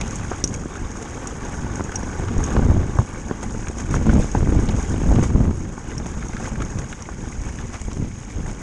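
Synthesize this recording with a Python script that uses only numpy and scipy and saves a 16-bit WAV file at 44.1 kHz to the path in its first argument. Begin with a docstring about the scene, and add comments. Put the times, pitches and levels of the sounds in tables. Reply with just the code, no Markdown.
"""On a loose stony track a mountain bike rolls fast downhill, heard from a camera on the rider's chest.
The tyres crunch gravel and spray grit: clustered random clicks through coloured filters and pitched rings.
Single stones clack, scrape or ping off the bike; bumps knock the camera case with a thud and a rattle.
Gusts buffet the microphone as filtered noise, with popping flutter and hard jolts.
Low decaying slaps and thumps come from wind and rough ground."""
import sys
import numpy as np
from scipy import signal
from scipy.fft import rfft, irfft
from scipy.io import wavfile
from scipy.ndimage import uniform_filter1d

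SR = 44100
rng = np.random.default_rng(int(sys.argv[2]) if len(sys.argv) > 2 else 0)


def store_pcm(level_fs):
    """Save levels as 16-bit WAV."""
    pcm = np.round(np.clip(level_fs, -1, 1) * 32767).astype(np.int16)
    wavfile.write(sys.argv[1], SR, np.atleast_2d(pcm).T)


N = 380136
T = np.arange(N) / SR  # time in s
EVENT_SAMPLES = 4096  # room for one short sound, about 93 ms

# All colours are spectral outlines: pitch_hz [Hz], relative level_db [dB per Hz].
# Sharp snap of stone on stone: pitch_hz [Hz], level_db [dB per Hz]
SNAP_COLOUR = [(700, 0.5), (1500, -5), (1900, -3.5), (2200, -2), (2700, -8), (3300, -10.5), (3900, -13.5),
               (4400, -17.5), (4900, -13), (6000, -9), (10000, -29.5)]
# Bright tick of small hard stones: pitch_hz [Hz], level_db [dB per Hz]
PING_COLOUR = [(1000, -17), (3000, -4.5), (4200, -25), (5200, -9), (5700, 8), (6100, -6), (6600, 6.5),
               (7100, -8), (8000, -1.5), (9000, -6), (11000, -14.5), (14000, -75)]


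def undb(db):
    """Decibels to gain."""
    return np.exp(np.asarray(db) * np.log(10) / 20)


def unit(x):
    """Scale to rms 1."""
    return x / np.sqrt(np.mean(x ** 2))


def curve(table):
    """A (time, level) table joined by straight lines in time."""
    start_s, level_db = np.transpose(table)
    return np.interp(T, start_s, level_db)


def colour(x, points, size=8192):
    """Causal minimum-phase filter with the given (Hz, dB) outline: its peaks ring after each click."""
    hz, db = np.transpose(points)
    bins_hz = np.maximum(np.arange(size // 2 + 1) * SR / size, 1)
    outline_db = np.interp(np.log(bins_hz), np.log(hz), db)
    # folding the cepstrum forward in time makes the filter causal
    cepstrum = irfft(np.log(undb(outline_db)))
    cepstrum[1:size // 2] *= 2
    cepstrum[size // 2 + 1:] = 0
    response = irfft(np.exp(rfft(cepstrum)))
    return signal.fftconvolve(x, response)[:len(x)]


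def walk(rate_hz):
    """Random levels, rate_hz new ones a second, joined by straight glides; rms 1."""
    hold = max(int(SR / rate_hz), 2)
    steps = rng.standard_normal(N // hold + 1)
    return unit(uniform_filter1d(np.repeat(steps, hold), hold)[:N])


def grains(rate_hz, spread_db):
    """Contacts at random moments, rate_hz a second on average, most small and a few large."""
    happens = rng.random(N) < rate_hz / SR
    size, sign = rng.standard_normal((2, happens.sum()))
    out = np.zeros(N)
    out[happens] = undb(spread_db * np.minimum(size, 2)) * np.sign(sign)
    return out


def add(out, start_s, sound, level_db):
    """Mix in a sound whose loudest 4 ms have the given rms level."""
    i = max(int(start_s * SR), 0)
    peak = np.sqrt(uniform_filter1d(sound ** 2, 176).max())
    out[i:i + len(sound)] += (sound * undb(level_db) / peak)[:N - i]


def burst(decay_s):
    """A contact: noise that dies away at once."""
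    return rng.standard_normal(EVENT_SAMPLES) * np.exp(-T[:EVENT_SAMPLES] / decay_s)


def ring(x, hz, width_hz):
    """One resonance, gain 1 at its centre."""
    b, a = signal.iirpeak(hz, max(hz / width_hz, .5), fs=SR)
    return signal.lfilter(b, a, x)


def airflow():
    """Buffeting level in dB before trims: the powers of the uneven riding breeze and of the gusts add up."""
    # steady air stream of riding: start_s [s], level_db [dB before trims]
    breeze = [(0.0, -27), (0.7, -33), (1.4, -30.5), (2.1, -29.5), (3.2, -33), (3.8, -28), (4.6, -23),
              (5.55, -29), (6.0, -32.5), (7.15, -32.5), (8.0, -30), (8.62, -31.5)]
    # gusts on the microphone: full_s [s, when the swell is complete], hold_s [s], level_db [dB before trims]
    gusts = [(0.454, .07, -31), (0.802, 0.028, -26.5), (1.613, 0.13, -30), (2.187, 0.83, -25),
             (2.367, 0.048, -21), (2.558, 0.24, -16.5), (3.918, 0.091, -21), (4.078, 0.12, -13.5),
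             (4.366, 0.23, -16.5), (4.635, 0.15, -21), (4.894, 0.55, -21), (5.079, 0.12, -14.5),
             (5.336, 0.16, -17), (5.94, 0.75, -31), (6.543, 0.1, -26.5), (6.76, 0.065, -26.5),
             (7.38, 0.083, -37), (7.993, 0.071, -28.5), (8.38, 0.14, -29)]
    attack_s, release_s = 0.036, 0.027
    wobble_db = 2  # rms
    power = undb(curve(breeze) + wobble_db * walk(12)) ** 2
    for full_s, hold_s, level_db in gusts:
        swell = np.clip(1 + (T - full_s) / attack_s, 0, 1)
        fade = np.exp(-np.maximum(T - full_s - hold_s, 0) / release_s)
        power = power + (undb(level_db) * swell * fade) ** 2
    return 10 * np.log10(power)


def wind():
    """Large eddies rumble, small ones pop and strong gusts jolt; low slaps and thumps decay on top."""
    # rumble of large eddies: pitch_hz [Hz], level_db [dB per Hz]
    rumble_colour = [(12, -10), (25, -0.5), (50, -0.5), (80, -1), (125, -6), (165, -8), (230, -10.5),
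                     (320, -17.5), (450, -27.5), (650, -34), (1200, -51.5), (3000, -73), (12000, -87)]
    # pops of small eddies: pitch_hz [Hz], level_db [dB per Hz]
    flutter_colour = [(70, -15), (125, 10.5), (165, -4), (205, 9.5), (260, 1), (350, 2.5), (500, -8.5),
                      (680, -16.5), (900, -11.5), (1500, -21.5), (3000, -32.5), (12000, -66)]
    # sharp edge of an eddy bursting on the case: pitch_hz [Hz], level_db [dB per Hz]
    jolt_colour = [(100, -13), (250, -4.5), (420, 1), (700, -4), (1000, -10.5), (1500, -22), (3000, -52),
                   (12000, -74)]
    # low decaying slaps and thumps, of wind and of rough ground:
    # start_s [s], level_db [dB before trim], pitch_hz [Hz]
    slaps = [(0.853, -18, 50.3), (2.381, -6, 37.3), (2.651, -9, 129), (2.701, -2.5, 72.5), (2.79, -10, 82),
             (2.99, -1, 113), (3.918, -15, 197), (4.085, -7, 230), (4.151, -8, 132), (4.193, -6, 116),
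             (4.465, -10, 135), (4.565, 0.5, 86), (5.084, -3, 56), (5.35, -2.5, 107), (5.405, -7, 76),
             (5.479, -8, 126), (6.172, -15, 117), (6.348, -17, 214), (6.755, -16, 90), (6.773, -15.5, 192),
             (7.384, -15, 44.7), (7.469, -17.5, 54.6), (7.852, -16.5, 44), (7.998, -14, 122),
             (8.024, -12, 137), (8.357, -17, 66.7), (8.404, -20, 170)]
    slap_trim_db = -3.0

    flow_db = airflow()
    eddies = unit(colour(rng.standard_normal(N) * undb(2.15 * walk(70)), rumble_colour))
    # the flow sets the strength of the eddies over any few of them (68 ms)
    eddies = eddies / np.sqrt(uniform_filter1d(eddies ** 2, size=3000))
    flutter = unit(colour(grains(800, 4.8) * np.abs(eddies) ** 1.08, flutter_colour))
    jolts = unit(colour(grains(1800, 1.3) * np.maximum(eddies, 0), jolt_colour))

    out = eddies * undb(flow_db + 0.5)
    out += flutter * undb(0.97 * (flow_db + 19.0) - 28.5)
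    # jolts grow faster than the flow
    out += jolts * undb(1.33 * (flow_db + 14) - 33.0)
    t = T[:EVENT_SAMPLES]
    for start_s, level_db, hz in slaps:
        # each slap decays within about one cycle
        slap = np.sin(2 * np.pi * hz * t) * np.exp(-t * hz / 0.9)
        add(out, start_s, slap * rng.choice([-1, 1]), level_db + slap_trim_db)
    return out


def knocks():
    """A bump jolts the camera case: a padded tap and a damped thud together, with a brief mount rattle."""
    # bumps: start_s [s], tap_db [dB before trim], thud_db [dB before trim], pitch_hz [Hz], rattle_s [decay, s]
    bumps = [(0.314, -29, -23.5, 596, .003), (0.3171, -17.5, -25.5, 1380, 0.0074),
             (0.657, -33, -19.5, 650, 0.0018), (1.028, -40, -27, 600, .003),
             (1.796, -23.5, -27, 900, 0.0025), (1.807, -20.5, -18.5, 1240, 0.0025),
             (2.033, -36, -21.5, 600, .003), (2.197, -24, -22, 850, 0.0033), (2.405, -22, -24, 880, 0.0045),
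             (2.552, -32, -15, 600, .003), (2.5651, -16.5, -14, 1150, 0.0026),
             (2.5933, -16, -14, 694, .004), (2.716, -24, -15, 620, .004), (2.972, -26, -37, 800, .003),
             (2.9877, -14.5, -18, 1160, 0.0017), (2.997, -21, -28, 740, 0.004),
             (3.016, -28, -28, 800, .003), (3.3113, -15.5, -22, 940, 0.0022),
             (3.548, -30, -26.5, 700, 0.0047), (3.9418, -13, -24, 1400, 0.0017),
             (4.067, -21, -18, 950, 0.0043), (4.094, -21, -13, 1300, .003),
             (4.132, -22, -15.5, 600, 0.0035), (4.184, -32, -16.5, 620, .003),
             (4.244, -30, -19, 1200, .003), (4.3501, -13, -12, 780, 0.0038), (4.4729, -25, -16, 950, .003),
             (4.552, -25.5, -23, 700, 0.0035), (4.591, -22, -16, 1150, .004),
             (4.698, -31, -17.5, 620, .003), (4.942, -31, -16.5, 620, .003), (5.017, -30, -15.5, 650, .003),
             (5.125, -23, -16, 650, 0.0028), (5.186, -24, -12, 700, 0.0048),
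             (5.236, -21.5, -33, 1490, .004), (5.407, -28, -12.5, 650, .003),
             (5.778, -26, -42, 960, 0.0036), (6.0, -27, -39, 790, .004), (6.608, -43, -20.5, 600, .003),
             (6.754, -44, -23.5, 890, .003), (7.089, -24.5, -47, 1130, 0.0037),
             (7.884, -28, -35, 620, 0.0061), (8.026, -50, -26, 560, 0.0017), (8.047, -47, -27, 600, .003)]
    # hollow case: pitch_hz [Hz], level_db [dB per Hz]
    case_colour = [(100, -2), (400, 7), (620, -0.5), (850, 1.5), (1100, -2.5), (1320, -6), (1520, 1),
                   (1750, -11), (2100, -17), (3300, -24), (5000, -33), (9000, -50)]
    trim_db = -0.5
    out = np.zeros(N)
    t = T[:EVENT_SAMPLES]
    push = t * np.exp(-t / .0001)
    for start_s, tap_db, thud_db, hz, rattle_s in bumps:
        rattle = unit(colour(burst(rattle_s), case_colour))
        tap = unit(colour(push, case_colour)) + rattle
        thud = ring(ring(push, 225, 224), 214, 260)
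        add(out, start_s, tap + 1.35 * ring(tap, hz, 330), tap_db + trim_db)
        add(out, start_s, thud, thud_db + trim_db)
    return out


def pings():
    """A flicked stone cracks against the bike, chatters for an instant and leaves a short bright ring."""
    # flicked stones: start_s [s], ring_db [dB before trim], pitch_hz [Hz], crack_db [dB before trim]
    flicks = [(0.0123, -24.5, 6270, -30), (0.079, -30, 6300, -39), (0.109, -29, 6740, -36),
              (0.1568, -27, 7240, -38), (0.44, -18.5, 5470, -3.5), (0.4424, -11.5, 6000, -18),
              (0.476, -25, 6530, -22), (0.541, -27, 6400, -31), (0.916, -32, 6500, -40),
              (0.97, -32, 6700, -40), (1.026, -29, 6800, -42), (1.2725, -22.5, 7250, -32),
              (1.757, -26, 6700, -39), (1.84, -29, 6900, -37), (1.9564, -23, 6440, -28),
              (1.9587, -18, 5800, -30), (2.032, -33, 5800, -42), (2.38, -28, 6700, -35),
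              (2.4395, -20, 6500, -35), (2.464, -28, 6430, -41), (3.684, -26, 6400, -31),
              (3.785, -33, 6500, -40), (3.911, -30, 6350, -36), (3.9513, -25, 6700, -41),
              (4.138, -30, 6220, -36), (4.316, -27, 6500, -38), (4.828, -31, 6600, -35),
              (5.9805, -24.5, 5500, -28), (6.067, -31, 6500, -37), (6.2846, -29.5, 6260, -38),
              (6.6214, -29, 6800, -37), (6.65, -31, 6440, -38), (6.704, -32.5, 6600, -39),
              (6.788, -36, 6200, -27), (7.0232, -30, 6240, -31), (7.416, -33, 6450, -40),
              (7.816, -29, 7200, -35), (7.9317, -35, 7300, -30)]
    # dry crack of a hard stone: pitch_hz [Hz], level_db [dB per Hz]
    crack_colour = [(300, 12.5), (1000, -5), (2200, -18), (2900, -19), (3500, -7), (4900, 4), (6300, 11),
                    (7800, -2.5), (9000, -33), (14000, -32)]
    ring_trim_db, crack_trim_db = -2.5, -7.5
    chatter_share = .85
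    out = np.zeros(N)
    strike = unit(signal.unit_impulse(EVENT_SAMPLES))
    for start_s, ring_db, hz, crack_db in flicks:
        contact = colour(strike + chatter_share * unit(burst(0.0056)), PING_COLOUR)
        crack = colour(strike + chatter_share * unit(burst(0.0028)), crack_colour)
        add(out, start_s, contact + 5.2 * ring(contact, hz, 550), ring_db + ring_trim_db)
        add(out, start_s, crack, crack_db + crack_trim_db)
    return out


def scrapes():
    """A stone shoved across its neighbours catches and slips in a run of grains that swells and trails off."""
    # shoved stones: height_s [s, height of the scrape], level_db [dB before trim], pitch_hz [Hz], fade_s [s]
    shoves = [(0.33, -23.5, 1260, 0.024), (2.53, -27, 1100, .02), (4.098, -25, 1550, .012),
              (6.365, -31, 1250, 0.023), (6.61, -35, 1400, .02), (7.13, -32, 1400, 0.0086),
              (7.742, -24, 1160, 0.026)]
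    rise_s, trim_db = 0.0096, -9.5
    out = np.zeros(N)
    for height_s, level_db, hz, fade_s in shoves:
        distance = np.maximum((height_s - T) / rise_s, (T - height_s) / fade_s)
        catches = grains(1800, 2.1) * np.exp(-np.minimum(distance, 20))
        body = ring(ring(catches, hz, 520), hz, 780)
        add(out, 0, colour(catches, SNAP_COLOUR) + 5.0 * body, level_db + trim_db)
    return out


def clacks():
    """Larger stones shift under the tyre and strike each other, each at its pitch, some dead, some ringing."""
    # larger stones: start_s [s], level_db [dB before trim], pitch_hz [Hz], width_hz [Hz, width of the ring],
    # snap_db [dB, dry snap against the ring before trim]
    strikes = [(0.012, -15.5, 2380, 700, 2), (0.233, -26, 1700, 600, -6), (0.754, -24.5, 1390, 400, -10),
               (1.532, -31, 1490, 500, -14), (1.92, -22, 1400, 500, -7), (2.233, -27, 1450, 500, -16),
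               (2.282, -21, 1300, 500, -8), (2.83, -25.5, 1550, 600, -21), (3.428, -28, 1100, 400, -12),
               (3.6702, -20.5, 1540, 600, -3), (3.683, -24, 1600, 700, -8), (3.963, -23, 1550, 500, -12),
               (4.6884, -19.5, 3080, 900, 4), (5.1583, -18, 996, 600, 5), (5.651, -29, 1470, 400, -15),
               (5.872, -31, 1420, 400, -5), (5.916, -26, 1500, 500, -9), (6.059, -22.5, 790, 300, -5),
               (6.097, -30, 1600, 400, -6), (6.226, -23, 1390, 500, -10), (6.293, -23, 750, 300, -6),
               (6.332, -25.5, 1600, 500, -8), (6.3667, -20.5, 1450, 500, -7), (6.455, -21, 1700, 600, -3),
               (6.556, -23, 1510, 400, -13), (6.6037, -21, 1220, 500, -3), (6.62, -17, 1470, 600, -8),
               (6.818, -27, 1650, 500, -5), (6.863, -32, 1500, 400, -7), (6.927, -19, 1650, 700, -6),
               (7.029, -29, 895, 400, -4), (7.055, -28, 2100, 250, -5), (7.323, -29, 2160, 200, -14),
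               (7.436, -25, 930, 500, 6), (7.5865, -24, 1530, 500, -4), (7.623, -29, 1100, 400, -10),
               (7.741, -23, 1150, 400, 4), (7.756, -29, 1250, 500, 2), (7.816, -28, 2000, 600, 9),
               (7.915, -24, 1120, 400, 2), (8.113, -34, 2250, 200, -14), (8.302, -27.5, 2050, 300, -1),
               (8.462, -25, 950, 400, -20), (8.497, -26, 1180, 500, -7)]
    trim_db, snap_trim_db = -9.0, 2.5
    out = np.zeros(N)
    for start_s, level_db, hz, width_hz, snap_db in strikes:
        contact = burst(0.0046)
        body = unit(ring(ring(contact, hz, width_hz), hz, 2 * width_hz))
        snap = unit(colour(contact, SNAP_COLOUR)) * undb(snap_db + snap_trim_db)
        add(out, start_s, snap + body, level_db + trim_db)
    return out


def pebble_bed(rate_hz, spread_db, low_hz, high_hz, sharpness, count):
    """Stones of count sizes, each size struck rate_hz times a second and ringing briefly at its own pitch."""
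    pitches_hz = np.geomspace(low_hz, high_hz, count)
    return sum(ring(grains(rate_hz, spread_db), hz, hz / sharpness) for hz in pitches_hz)


def ground():
    """Crunch, snap and grit in dB before trims: all follow the work on the stones, crunch also the gravel."""
    # how hard the tyres work the stones: start_s [s], level_db [dB, stone on stone before trims]
    stone_work = [(0.0, -44), (0.35, -48), (0.58, -50.5), (1.05, -47.5), (2.25, -47.5), (2.5, -43),
                  (2.75, -48.5), (3.5, -50), (3.7, -51), (4.1, -45.5), (4.55, -46.5), (5.15, -45.5),
                  (5.5, -54.5), (6.05, -49.5), (6.65, -50.5), (7.2, -51.5), (7.55, -50), (8.15, -52.5),
                  (8.62, -51)]
    # depth of loose gravel: start_s [s], level_db [dB, crunch above the stones before trims]
    gravel_depth = [(0.0, 8.5), (1.0, 12.5), (2.05, 14), (3.1, 11.5), (3.42, 12.5), (4.1, 6.5), (4.75, 9.5),
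                    (5.3, 8.5), (5.7, 11), (7.0, 10), (8.1, 2.5), (8.62, 11.5)]
    # grit level on ordinary ground [dB], work on ordinary ground [dB], grit gained per work [dB per dB]
    grit_db, ordinary_db, grit_slope = -49, -49, 0.72
    stones_db = curve(stone_work)
    crunch_db = stones_db + curve(gravel_depth)
    return crunch_db, stones_db, grit_db + grit_slope * (stones_db - ordinary_db)


def tyres():
    """Stones grind and snap in clusters as the knobs press on them, and fine grit sprays off."""
    # low grinding of stones: pitch_hz [Hz], level_db [dB per Hz]
    crunch_colour = [(100, -12), (230, 11.5), (400, 5.5), (520, 2.5), (640, -6.5), (830, 2.5), (1000, -2.5),
                     (1150, 1), (1320, -5.5), (1520, 0), (1850, -7), (2600, -35), (5000, -42)]
    # hiss of fine grit: pitch_hz [Hz], level_db [dB per Hz]
    grit_colour = [(2500, -39), (4400, -18.5), (5050, -6.5), (5350, -6.5), (5680, -2), (6100, -2.5),
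                   (6520, 8), (6850, 1.5), (7400, -3.5), (8200, -9), (9200, -13.5), (10200, -18),
                   (11500, -56), (14000, -29)]
    # brief changes in tyre level, mostly swells of crunch and hiss:
    # peak_s [s], change_db [dB], reach_s [s, from the peak to either end]
    swells = [(0.348, 2, 0.067), (0.541, 5.5, 0.024), (2.22, 0.5, 0.038), (2.405, -1.5, 0.028),
              (3.433, 9.5, 0.015), (3.802, 8.5, 0.037), (3.941, 7, 0.052), (4.117, 4, 0.066),
              (4.226, 4.5, 0.066), (5.239, 6.5, 0.055), (6.34, 2.5, 0.07), (6.45, 7.5, 0.06),
              (6.63, 3.5, 0.071), (6.79, 7, 0.012), (7.413, 2, 0.024), (7.748, 6.5, 0.035),
              (8.319, 7, 0.032), (8.505, 4, 0.032)]

    crunch_db, snap_db, grit_db = ground()
    swell_db = sum(change_db * np.maximum(1 - np.abs(T - peak_s) / reach_s, 0)
                   for peak_s, change_db, reach_s in swells)
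    # a shared uneven load presses most of the stones; small snaps cluster on their own
    load = unit(walk(65) + 0.73 * walk(22))
    # the later stretch is coarser: the contacts stand further apart in level
    coarse_db = np.interp(T, [3.0, 6.5], [1.3, 2.3])
    press = undb(coarse_db * load)

    stones = grains(800, 5.6) * press
    crunch = unit(colour(stones + 0.61 * grains(3000, 1.3) * press, crunch_colour))
    small_snaps = grains(3000, 3.6) * undb(coarse_db * walk(90))
    snap = unit(colour(0.75 * stones + small_snaps, SNAP_COLOUR))
    spray_db = load + 2 * walk(300) + 1.1 * walk(16)
    grit = unit(colour(grains(7000, 3.5) * undb(spray_db), grit_colour))

    # cobbles clunk, pebbles clack, sharp chips tick
    cobble_bed = pebble_bed(25, 4.3, 455, 1680, 11.3, count=11)
    clack_bed = pebble_bed(40, 1.7, 1409, 3640, 26.6, count=9)
    chip_bed = pebble_bed(13, 5.1, 6250, 10140, 18.0, count=6)
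    cobbles = unit(colour(cobble_bed * press, crunch_colour))
    pebbles = unit(colour(clack_bed * press, SNAP_COLOUR))
    chips = unit(colour(chip_bed * undb(3.1 * load), PING_COLOUR))

    low = (crunch + 0.63 * cobbles) * undb(crunch_db - 1.5)
    low += (snap * undb(3.5) + pebbles * undb(-1.0)) * undb(snap_db)
    high = (grit * undb(4.0) + chips * undb(-8.0)) * undb(grit_db)
    # grit and chips change slightly more than the stones
    return low * undb(swell_db) + high * undb(1.03 * swell_db)


def scene():
    """Wind, slaps and thumps, knocks, single stones and rolling tyres, in mono."""
    return (wind() + knocks() + pings() + scrapes() + clacks() + tyres())[None]


def record(dry):
    """Rounds the loudest peaks; low-pass at 11450 Hz."""
    rounded = np.tanh(0.88 * dry) / 0.94
    low_pass = signal.ellip(8, .2, 70, 11450, fs=SR, output="sos")
    return signal.sosfilt(low_pass, rounded)


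dry = scene()
out = record(dry)
store_pcm(out)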